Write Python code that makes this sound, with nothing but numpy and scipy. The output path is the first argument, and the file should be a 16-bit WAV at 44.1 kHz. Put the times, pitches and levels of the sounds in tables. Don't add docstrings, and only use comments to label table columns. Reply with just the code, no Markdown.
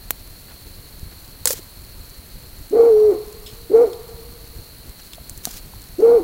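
import sys
import numpy as np
from scipy import signal
from scipy.fft import rfft, irfft
from scipy.io import wavfile

SR = 44100
rng = np.random.default_rng(int(sys.argv[2]) if len(sys.argv) > 2 else 0)


def dump_mix(stems):
    frames = np.atleast_2d(stems).T
    limited = np.clip(frames, -1, 1)
    pcm = np.round(limited * 32767).astype(np.int16)
    wavfile.write(sys.argv[1], SR, pcm)


N = 275139
TIME = np.arange(N) / SR
FREQS_HZ = np.fft.rfftfreq(N, 1 / SR)
HIT_MS = np.arange(SR // 8) * 1000 / SR


def amp(db):
    return 10 ** (np.asarray(db) / 20)

def unit(x):
    return x / np.sqrt(np.mean(x ** 2) + 1e-20)

def read(points, hz):
    freqs, values = np.transpose(points)
    return np.interp(np.log(hz + 1), np.log(freqs + 1), values)

def add(mix, start_s, sound):
    part = mix[round(start_s * SR):][:len(sound)]
    part += sound[:len(part)]

def noise(colour, tilt_db=0, pivot_hz=1500):
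    octaves = np.log2(np.maximum(FREQS_HZ / pivot_hz, 1))
    gains = amp(read(colour, FREQS_HZ) + tilt_db * octaves)
    return unit(irfft(rfft(rng.standard_normal(N)) * gains, N))

def wander(rate_hz):
    return unit(irfft(rfft(rng.standard_normal(N)) / (1 + (FREQS_HZ / rate_hz) ** 4), N))

def ease(x):
    return np.sin(np.pi / 2 * np.clip(x, 0, 1)) ** 2


# freq_hz, level_db
AIR_COLOUR = [(10, -8), (30, 3), (60, -0.5), (120, -6.5), (220, -13.5), (450, -18), (900, -24),
              (2000, -25.5), (3300, -28), (7000, -34.5), (11000, -23.5), (15500, -25)]

def flames_and_hiss(level_db=-41, flicker_db=3.5):
    air = amp(level_db) * noise(AIR_COLOUR)
    rumble = signal.sosfilt(signal.butter(1, 250, fs=SR, output="sos"), air)
    return air + rumble * (amp(flicker_db * wander(21)) - 1)

# freq_hz, level_db
CRICKET_COLOUR = [(3300, -29), (3850, -8.5), (4150, 0.5), (4400, 0.5), (4750, -11), (5400, -40.5)]

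def crickets(level_db=-51, throb_db=1.04):
    return amp(level_db + throb_db * wander(25)) * noise(CRICKET_COLOUR)

# freq_hz, ring_s (time to fade by 60 dB), level_db
WOODS_RING = [(199, 1.4, -10), (424, 1.76, 2), (580, 2.8, 11.5), (820, 0.94, 24), (1090, 2.65, 26.5),
              (2120, 0.6, 5), (4000, .6, -12), (10000, 0.26, -1)]

def woods_echo(sound, near_db=-19, near_s=0.11, far_db=-23):
    t = TIME[:int(1.5 * SR)]
    wash = rng.standard_normal(len(t)) * np.minimum(t / 0.04, 1)
    hz, frame_s, bands = signal.stft(wash, SR, nperseg=256)
    ring_s, colour_db = (read(np.array(WOODS_RING)[:, [0, k]], hz)[:, None] for k in (1, 2))
    far = signal.istft(bands * amp(colour_db - 60 * frame_s / ring_s), SR, nperseg=256)[1][:len(t)]
    bounces = rng.standard_normal(len(t)) * (rng.random(len(t)) < .01)
    near = bounces * (t > .012) * np.exp(-t / near_s)
    echo = amp(near_db) * near / np.linalg.norm(near) + amp(far_db) * far / np.linalg.norm(far)
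    return signal.fftconvolve(sound, echo)[:N]

# freq_hz, level_db
CRACK_COLOUR = [(100, -11.5), (500, -17.5), (1500, -4.5), (3000, -12.5), (4200, -3), (6000, 0.5),
                (7600, 3.5), (10000, 0.5), (13000, -2), (16000, -3), (17500, -40)]

def crack_noise(tilt_db=0):
    return noise(CRACK_COLOUR, tilt_db)

def embers(ticks_per_s=12, level_db=-46, decay_s=.0012):
    ticks = (rng.random(N) < ticks_per_s / SR) * amp(12 * rng.random(N) ** 2)
    envelope = signal.lfilter([1], [1, -np.exp(-1 / (decay_s * SR))], ticks)
    return amp(level_db) * envelope * crack_noise()

# freq_hz, level_db
RESIN_COLOUR = [(60, 1), (400, 11), (2000, 10), (4000, 6), (5200, -6), (8000, 4.5), (11000, 8.5),
                (15500, 17), (17000, -17)]

def resin_pop(start_s=.1073, level_db=2.5, fizz_db=-20, fizz_s=0.0034):
    log_gain = np.log(amp(read(RESIN_COLOUR, abs(np.fft.fftfreq(2048, 1 / SR)))))
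    pulse = np.fft.ifft(np.exp(np.conj(signal.hilbert(log_gain)))).real
    fizz = crack_noise(tilt_db=6.6)[:len(pulse)] * np.exp(-TIME[:len(pulse)] / fizz_s)
    out = np.zeros(N)
    add(out, start_s, amp(level_db) * (pulse + amp(fizz_db) * fizz))
    return out

# start_s, level_db, decay_ms
KNIFE_TAPS = [(3.463, -37, 30), (3.932, -35, 4), (5.1336, -25.5, 2.3), (5.147, -39, 2.6)]
# pitch_hz, width_hz, level_db
KNIFE_NOTES = [(2500, 240, -15), (3300, 22, -6), (3520, 710, 2), (5090, 210, 0.5), (6700, 490, -9),
               (7860, 790, -10)]

def knife_rattle(lowest_hz=2800):
    body = sum(amp(db) / (1 + 2j * (FREQS_HZ - hz) / width_hz) for hz, width_hz, db in KNIFE_NOTES)
    body *= np.minimum(FREQS_HZ / lowest_hz, 1) ** 4
    envelope = np.zeros(N)
    for start_s, level_db, decay_ms in KNIFE_TAPS:
        add(envelope, start_s, amp(level_db) * np.exp(-TIME * 1000 / decay_ms))
    return envelope * unit(irfft(rfft(rng.standard_normal(N)) * body, N))

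# start_s, level_db, pitch_hz, decay_ms
DULL_KNOCKS = [(1.03, -19.5, 70, 9.1), (1.456, -24, 500, 16.4), (1.505, -12.5, 518, 4.2),
               (1.534, -25, 446, 5.1), (1.592, -25.5, 350, 3.8), (5.181, -27, 655, 3),
               (5.471, -22, 718, 4.2), (5.472, -22.5, 234, 4.4), (5.736, -25.5, 884, 1.85)]

def knocks(upper_db=-13, attack_ms=0.9):
    out = np.zeros(N)
    for start_s, level_db, pitch_hz, decay_ms in DULL_KNOCKS:
        phase = 2 * np.pi * pitch_hz * HIT_MS / 1000
        ring = np.sin(phase) + amp(upper_db) * np.sin(1.7 * phase)
        envelope = (1 - np.exp(-HIT_MS / attack_ms)) * np.exp(-HIT_MS / decay_ms)
        add(out, start_s, amp(level_db) * ring * envelope)
    return out

# start_s, length_s, level_db, tilt_db_per_octave
SCRAPES = [(0.48, 0.055, -48.5, -11.5), (1.112, 0.022, -46.5, -9.5), (1.481, 0.063, -20, 2),
           (1.52, 0.081, -37, -2.5), (3.465, 0.137, -51, -3.5), (4.989, 0.022, -44, -6),
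           (5.43, 0.1, -37.5, -1.5), (5.502, 0.1, -35.5, -2)]
# freq_hz, level_db
BLADE_COLOUR = [(30, -40), (200, -7), (900, -11.5), (3000, -5.5), (5500, 0), (10000, -2.5), (16000, 1)]

def scrapes(grain_hz=300, grain_db=3, slip_db=1.0):
    out = np.zeros(N)
    catches = unit(amp(grain_db * wander(grain_hz) + slip_db * wander(grain_hz / 10)))
    for start_s, length_s, level_db, tilt_db in SCRAPES:
        pressure = np.interp((TIME - start_s) / length_s, [0, .1, .8, 1], [0.035, 0.78, 0.9, 0.038])
        out += amp(level_db) * pressure * catches * noise(BLADE_COLOUR, tilt_db)
    return out

# start_s, level_db, decay_ms, tilt_db_per_octave
CHIP_SNAPS = [(1.4559, -4, 1.73, -0.5), (1.4729, -10, 5.6, 0), (1.507, -14.5, 2.4, -1.5),
              (5.296, -19, 0.83, 3.5), (5.376, -29, 2.4, 8), (5.4536, -11, 1.05, 0.7)]

def snaps(tail_db=-19, tail_stretch=9):
    out = np.zeros(N)
    for start_s, level_db, decay_ms, tilt_db in CHIP_SNAPS:
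        tail_ms = tail_stretch * np.sqrt(decay_ms)
        burst = np.exp(-HIT_MS / decay_ms) + amp(tail_db) * np.exp(-HIT_MS / tail_ms)
        add(out, start_s, amp(level_db) * burst * crack_noise(tilt_db)[:len(HIT_MS)])
    return out


def breath(start_s, length_s, level_db, top_hz, hoarse_s):
    low_hz, climb_s, attack_s, fade_s = 277.4, .033, 0.02, 0.027
    push_s, sag_s, sag_hz = .15, 0.0956, 45.74
    close_share, close_hz, close_db = 0.181, 81, -12
    swell_db, swell_s, rasp_rise_s = 4.5, 0.016, 0.087
    t = np.maximum(TIME - start_s, 0)
    cleared = ease(4 * (t / hoarse_s - 1) + 1)
    swell = np.exp(-((t - hoarse_s) / swell_s - .5) ** 2)
    eased = ease((t - push_s) / sag_s)
    closing = np.clip(1 + (t - length_s) / (close_share * length_s), 0, 1) ** 2

    pitch_hz = top_hz - (top_hz - low_hz) * np.exp(-t / climb_s) - sag_hz * eased - close_hz * closing
    gain = amp(level_db) * np.exp(-np.maximum(t - length_s, 0) / fade_s)
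    tone_gain = gain * (1 - np.exp(-t / attack_s)) ** 2 * amp(swell_db * swell + close_db * closing)
    rasp_db = (-18 * (1 - eased) - 27.5 * eased) * (1 - closing) - 22 * closing
    rasp_gain = gain * ease(t / rasp_rise_s) * amp(rasp_db)
    roughness = .62 * (1 - cleared) + cleared * (0.13 * (1 - eased) + 0.0099 * eased) + 0.32 * closing
    return pitch_hz, tone_gain, rasp_gain, np.clip(roughness, 0, 1)

# pitch_multiple, level_db
RASP_OVERTONES = [(1.5, -3), (2, -12), (2.5, -15), (3, -17.5)]
# freq_hz, level_db
THROAT_COLOUR = [(120, -19.5), (260, 3.5), (450, 4), (590, 0.5), (760, 6), (950, -6), (1150, -9),
                 (1400, -10.5), (1700, -20), (2300, -17.5), (2700, -32.5), (5000, -33)]

def throat_rasp(phase, noise_db=-2):
    overtones = sum(amp(db) * np.sin(multiple * phase + .7 * wander(25)) * (1 + .5 * wander(21))
                    for multiple, db in RASP_OVERTONES)
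    puffs = rng.standard_normal(N) * (1 + np.cos(phase))
    rasp = unit(irfft(rfft(puffs) * amp(read(THROAT_COLOUR, FREQS_HZ)), N))
    return overtones + amp(noise_db) * rasp

# freq_hz, level_db
GRUFF_COLOUR = [(150, -27.5), (290, 3.5), (560, 1), (780, -11.5), (1000, -27.5), (3000, -55.5)]

def voice(phase, roughness, flutter=0.94, choke_db=-5, gruff_db=-12, whistle_hz=5780, whistle_db=-49):
    tone = np.sin(phase) * (1 + flutter * roughness * wander(65)) * amp(choke_db * roughness)
    gruff = amp(gruff_db) * roughness * noise(GRUFF_COLOUR)
    whistle = np.sin(2 * np.pi * whistle_hz * TIME + 1.3 * wander(52.6))
    return tone + gruff + amp(whistle_db) * (1 - roughness) ** 6 * whistle

# start_s, length_s, level_db, top_hz, hoarse_s (length of the hoarse start)
OWL_HOOTS = [(2.706, .430, -10, 473, 0.094), (3.692, 0.17, -9.5, 482, 0.048),
             (5.979, 0.22, -9.5, 476.8, 0.0524)]

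def owl(jitter=.09, shake_hz=65):
    out = np.zeros(N)
    for hoot in OWL_HOOTS:
        pitch_hz, tone_gain, rasp_gain, roughness = breath(*hoot)
        shaky_hz = pitch_hz * (1 + jitter * roughness * wander(shake_hz))
        phase = 2 * np.pi * np.cumsum(shaky_hz) / SR
        out += np.sqrt(2) * tone_gain * voice(phase, roughness) + rasp_gain * throat_rasp(phase)
    return out


def scene():
    hoots = owl()
    whittling = snaps() + scrapes() + knocks() + knife_rattle()
    echo = woods_echo(hoots + amp(-11) * whittling)
    fire = resin_pop() + embers() + flames_and_hiss()
    mono = hoots + whittling + echo + fire + crickets()
    return np.array([mono, mono])

def record(dry, cutoff_hz=15900):
    lowpass = signal.firwin(511, cutoff_hz, window=("kaiser", 8), fs=SR)
    return signal.oaconvolve(np.clip(dry, -1, 1), lowpass[None], "same")


dry = scene()
out = record(dry)
dump_mix(out)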